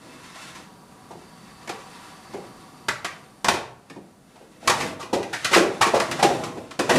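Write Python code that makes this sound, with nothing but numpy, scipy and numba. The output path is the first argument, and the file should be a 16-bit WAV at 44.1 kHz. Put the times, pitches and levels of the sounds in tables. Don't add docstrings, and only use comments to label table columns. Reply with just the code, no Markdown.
import sys
import numpy as np
from scipy import signal
from scipy.fft import rfft, irfft
from scipy.io import wavfile
from scipy.ndimage import uniform_filter1d
from numba import njit

SR = 44100
rng = np.random.default_rng(int(sys.argv[2]) if len(sys.argv) > 2 else 0)


def inscribe(sig):
    pcm = np.round(np.clip(np.atleast_2d(sig).T, -1, 1) * 32767)
    wavfile.write(sys.argv[1], SR, pcm.astype(np.int16))


def rack_gain(trim_db):
    fader = np.asarray(trim_db, float)
    return 10 ** (fader / 20)


N = 307950
T = np.arange(N) / SR

# start_s, door_peak_db, leading_mode_hz, flap_peak_db, rattle_scale_s
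DOOR_BLOWS = [(0.356, -40.5, 810, -39.5, 0.0066), (0.548, -55, 1330, -39, 0.012),
              (1.107, -32, 820, -45, 0.0062), (1.148, -39, 424, -65, 0.012),
              (1.674, -34.5, 2100, -31, 0.0032), (1.692, -27, 450, -25.5, 0.0039),
              (2.334, -36.5, 810, -41.5, 0.007), (2.339, -26.5, 360, -60, 0.014),
              (2.384, -31.5, 355, -70, 0.0087), (2.883, -24.5, 1490, -14.5, 0.0043),
              (3.045, -30.5, 1300, -19, 0.0036), (3.444, -16, 1040, -12, 0.0022),
              (3.483, -7, 960, -6, 0.0034), (3.536, -16.5, 403, -20, 0.01),
              (3.898, -31.5, 232, -33.5, 0.0035), (3.96, -27, 240, -51, 0.007),
              (4.357, -40.5, 725, -45.5, 0.0053), (4.406, -38.5, 382, -53, 0.012),
              (4.625, -34.5, 519, -45, 0.0079), (4.674, -15, 923, -6.5, 0.0047),
              (4.696, -10, 1000, -7, 0.005), (4.799, -22, 1260, -18.5, 0.014),
              (4.992, -27.5, 910, -27, 0.023), (5.027, -26.5, 343, -28.5, 0.0033),
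              (5.128, -6.5, 374, -17.5, 0.011), (5.159, -11, 403, -48, 0.027),
              (5.229, -28, 395, -19.5, 0.0016), (5.327, -38, 1630, -17, 0.012),
              (5.444, -32, 1460, -8, 0.0063), (5.51, -15, 380, -18, 0.011), (5.526, -15, 1460, -4, 0.018),
              (5.546, -39, 1260, -5, 0.0024), (5.558, 3, 367, -6, 0.015), (5.599, -4, 356, -22, 0.021),
              (5.642, -10, 420, -40.5, 0.02), (5.809, -3.5, 830, -1, 0.012), (5.859, -10, 334, -13, 0.011),
              (5.936, -0.5, 580, -12.5, 0.02), (5.999, -10.5, 720, -5, 0.0031),
              (6.111, -17.5, 303, -8.5, 0.0047), (6.19, -13.5, 665, -17.5, 0.011),
              (6.225, 1, 805, -3, 0.0071), (6.244, -3.5, 363, -21, 0.013), (6.299, -13, 500, -42, 0.0047),
              (6.434, -19, 350, -17, 0.0069), (6.568, -18.5, 314, -36, 0.011),
              (6.708, -33.5, 690, -26, 0.0045), (6.79, -7, 370, -10, 0.0065), (6.891, -7.5, 755, -6, 0.011),
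              (6.907, -3, 600, -31, 0.013), (6.954, -6, 363, -9.5, 0.0067)]
# frequency_hz, level_db, t60_s
PANEL_MODES = [(91, -21, 0.033), (150, -5, 0.089), (190.4, -5.5, 0.15), (270, -1.5, 0.059),
               (335.1, 1, 0.07), (405, 2, 0.065), (450.4, -4, 0.15), (519, 4, 0.044), (582, 4, 0.054),
               (717, 10, 0.031), (805, 9.5, 0.057), (940, 15.5, 0.02)]
# frequency_hz, level_db, t60_s
FLAP_MODES = [(1040, 4, 0.0054), (1093, 3, 0.012), (1558, 4.5, 0.005), (1792, 3, 0.013), (1960, 7, 0.007),
              (2187, 7.5, 0.0065), (2428, 6, 0.0075), (2720, -17, 0.0023)]
# frequency_hz, level_db
CRACK_SPECTRUM = [(1500, -52.5), (2800, 3.5), (4500, 5), (6500, 2.5), (9500, -3.5), (12000, -6),
                  (15000, -11.5)]
# time_s, rub_db, shuffle_db
RUSTLE_COURSE = [(0.0, -58.5, -52), (0.22, -55.5, -65.5), (0.4, -50, -60), (0.58, -49.5, -62),
                 (0.72, -68.5, -71), (1.65, -60.5, -68), (1.9, -57, -62.5), (2.8, -61, -64.5),
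                 (3.6, -67.5, -67), (4.15, -68, -74), (4.6, -62, -61.5), (4.7, -32, -30),
                 (4.88, -38.5, -33.5), (5.0, -69, -47.5), (5.5, -38, -52), (5.86, -45, -40.5),
                 (6.3, -34.5, -28), (6.62, -52, -37.5), (6.8, -55, -56), (6.94, -27, -18)]
# frequency_hz, level_db
RUB_SPECTRUM = [(500, -22), (900, -2), (1400, 2), (2500, -2.5), (4500, -6.5), (7000, -10), (11000, -15.5),
                (15000, -22)]
# frequency_hz, level_db
SHUFFLE_SPECTRUM = [(80, -6.5), (160, 4), (300, 1.5), (600, -4), (1100, -15), (2000, -32.5)]
# centre_hz, width_hz, level_db
WHINE_BANDS = [(759, 30, -0.5), (969, 25, 0.5), (1148, 82, 1.5), (4590, 210, -5), (5650, 500, -15),
               (9160, 730, -10), (11800, 300, -12.5)]
# time_s, gain_db
WHINE_COURSE = [(0, -62), (.7, -62.5), (1.2, -62.5), (2.0, -56), (2.7, -58), (3.1, -59), (3.6, -64),
                (7, -95)]
# centre_hz, width_hz, level_db
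HUM_BANDS = [(181, 92, -53), (330, 140, -71.5)]
# frequency_hz, level_db
AIR_SPECTRUM = [(15, -50), (25, -7), (70, -10.5), (160, -27), (300, -7), (600, -11), (1000, -17),
                (1600, -17), (2200, -31), (3600, -24), (6000, -24), (10000, -22), (15300, -25)]
# frequency_hz, t60_s
ROOM_DECAY = [(100, 0.96), (260, 0.39), (700, 0.6), (1840, 0.42), (4850, 0.38), (12000, 0.31)]
# frequency_hz, level_db
MICROPHONE_RESPONSE = [(10000, 3.5), (13000, -4.5), (15300, -5.5), (15800, -19)]
ECHO_BAND_HZ = 60 * 2 ** np.arange(0, 8.1, 0.5)


def blows(bands):
    t = T[:SR // 4]
    out = np.zeros(N + SR)
    for start_s, door_db, lead_hz, flap_db, rattle_s in DOOR_BLOWS:
        rattle = chatter(t, rattle_s)
        push = rattle + 7.7 * np.exp(-(t / 0.00032 - 3.0) ** 2)
        panel_modes = ring(PANEL_MODES, t, lead_hz, db_per_octave=10.0, most_db=14.5)
        flap_modes = ring(FLAP_MODES, t, lead_hz, db_per_octave=9.0, most_db=20.5)
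        door = signal.fftconvolve(push, panel_modes)[:len(t)]
        flap = signal.fftconvolve(rattle, flap_modes)[:len(t)]
        crack_db = flap_db - 1 - 91 * rattle_s
        crack = peak_at(colour(rattle, CRACK_SPECTRUM), crack_db)
        blow = room(peak_at(door, door_db) + peak_at(flap, flap_db) + crack, bands)
        at = int(start_s * SR)
        out[at:at + len(blow)] += blow
    return out[:N]


def chatter(t, rattle_s):
    noise, unevenness = rng.standard_normal((2, len(t)))
    u = t / np.clip(rattle_s, 0.001, 0.08)
    shape = np.exp(-u / 2) * np.sqrt(1 - np.exp(-u / 1.04))
    spectrum = rfft(noise * rack_gain(1.7 * unevenness) * shape ** 2)
    even = irfft(spectrum / np.abs(spectrum) ** 0.8, len(t)) * shape
    return even / np.sqrt(np.sum(even ** 2) / np.sum(shape ** 4))


def ring(modes, t, lead_hz, db_per_octave, most_db):
    hz, db, t60_s = np.transpose(modes)[:, :, None]
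    octaves_away = np.abs(np.log2(hz / lead_hz))
    lean_db = -np.minimum(db_per_octave * octaves_away, most_db)
    scatter_db = 1.5 * rng.standard_normal(hz.shape)
    gain = rack_gain(db + lean_db + scatter_db)
    gain[1::2] *= -1
    decay = np.exp(-np.log(1000) * t / t60_s)
    return np.sum(gain * np.sin(2 * np.pi * hz * t) * decay, axis=0)


def peak_at(x, db):
    return x * rack_gain(db) / np.max(np.abs(x))


def rub_and_shuffle():
    time_s, rub_db, shuffle_db = np.transpose(RUSTLE_COURSE)
    grains = rng.standard_normal(N) * rack_gain(2.2 * walk(70))
    struck = rng.random(N) < 37 / SR
    ticks = struck * rack_gain(14.5 + 2 * rng.exponential(size=N))
    stroke_db = 1.5 * walk(14)
    rub_gain = rack_gain(np.interp(T, time_s, rub_db) + stroke_db)
    rub = colour(grains + ticks, RUB_SPECTRUM) * rub_gain
    shoves = rng.standard_normal(N) * rack_gain(3.5 * walk(20))
    shuffle = colour(shoves, SHUFFLE_SPECTRUM) * rack_gain(np.interp(T, time_s, shuffle_db))
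    return rub + shuffle


def echo_bands():
    return np.array([np.sqrt(hz) * band(rng.standard_normal(2 * SR), hz, hz / 3) for hz in ECHO_BAND_HZ])


def room(x, bands):
    build_s, early_t60_s, early_db, late_db = 0.00082, 0.11, -1, -0.5
    t = T[:SR * 3 // 4]
    hz, t60_s = np.transpose(ROOM_DECAY)
    band_t60_s = np.interp(np.log(ECHO_BAND_HZ), np.log(hz), t60_s)[:, None]
    build = 1 - np.exp(-t / build_s)
    first, second = (bands[:, at:at + len(t)] * build for at in rng.integers(0, SR, 2))
    early = np.sum(first, axis=0) * np.exp(-np.log(1000) * t / early_t60_s)
    late = np.sum(second * np.exp(-np.log(1000) * t / band_t60_s), axis=0)
    echoes = rack_gain(early_db) * early / np.linalg.norm(early)
    echoes += rack_gain(late_db) * late / np.linalg.norm(late)
    echoes[0] = 1
    return signal.fftconvolve(x, echoes)


def whine():
    tone = wavering_bands(WHINE_BANDS, waver_db=1.5, rate=3.64)
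    return tone * rack_gain(np.interp(T, *np.transpose(WHINE_COURSE)))


def hum():
    return wavering_bands(HUM_BANDS, waver_db=1.0, rate=1.33)


def air():
    return colour(rng.standard_normal(N), AIR_SPECTRUM) * rack_gain(-57.5 + 0.16 * walk(3.5))


def wavering_bands(bands, waver_db, rate):
    total = np.zeros(N)
    for hz, width_hz, db in bands:
        total += band(rng.standard_normal(N), hz, width_hz) * rack_gain(db + waver_db * walk(rate))
    return total


def band(x, hz, width_hz):
    b, a = signal.iirpeak(hz, hz / width_hz, fs=SR)
    return signal.lfilter(b, a, x) * np.sqrt(SR / (np.pi * width_hz))


def walk(rate):
    k = int(SR / rate)
    held = np.repeat(rng.standard_normal(N // k + 1), k)
    return 1.3 * uniform_filter1d(uniform_filter1d(held, k), k)[:N]


def colour(x, points):
    hz, db = np.transpose(points)
    size = 2 ** 12
    grid_hz = np.maximum(np.arange(size // 2 + 1) * SR / size, 1)
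    cepstrum = irfft(np.log(rack_gain(np.interp(np.log(grid_hz), np.log(hz), db))))
    cepstrum[1:size // 2] *= 2
    cepstrum[size // 2 + 1:] = 0
    response = irfft(np.exp(rfft(cepstrum)))[:size // 2]
    return signal.fftconvolve(x, response / np.sqrt(np.sum(response ** 2)))[:len(x)]


def scene():
    bands = echo_bands()
    near = blows(bands) + room(rub_and_shuffle(), bands)[:N]
    high_pass = signal.butter(2, 100.0, "high", fs=SR, output="sos")
    near = signal.sosfilt(high_pass, near)
    return (near + air() + hum() + whine())[None]


@njit
def follow(x, attack, release):
    out, e = np.empty(len(x)), 0.
    for i in range(len(x)):
        e += (abs(x[i]) - e) * (attack if abs(x[i]) > e else release)
        out[i] = e
    return out


def roll_off(x):
    return signal.sosfilt(signal.butter(12, 15480, fs=SR, output="sos"), x)


def record(dry):
    attack_s, release_s, threshold_db = 0.09, 0.7, -38.5
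    envelope = follow(dry[0], 1 / (attack_s * SR), 1 / (release_s * SR))
    gain = np.minimum(rack_gain(threshold_db) / (envelope + 1e-9), 1) ** 0.32
    rounded = np.tanh(dry[0] * gain) / 1.217
    mix = colour(rounded, MICROPHONE_RESPONSE)[None]
    return roll_off(mix)


dry = scene()
out = record(dry)
inscribe(out)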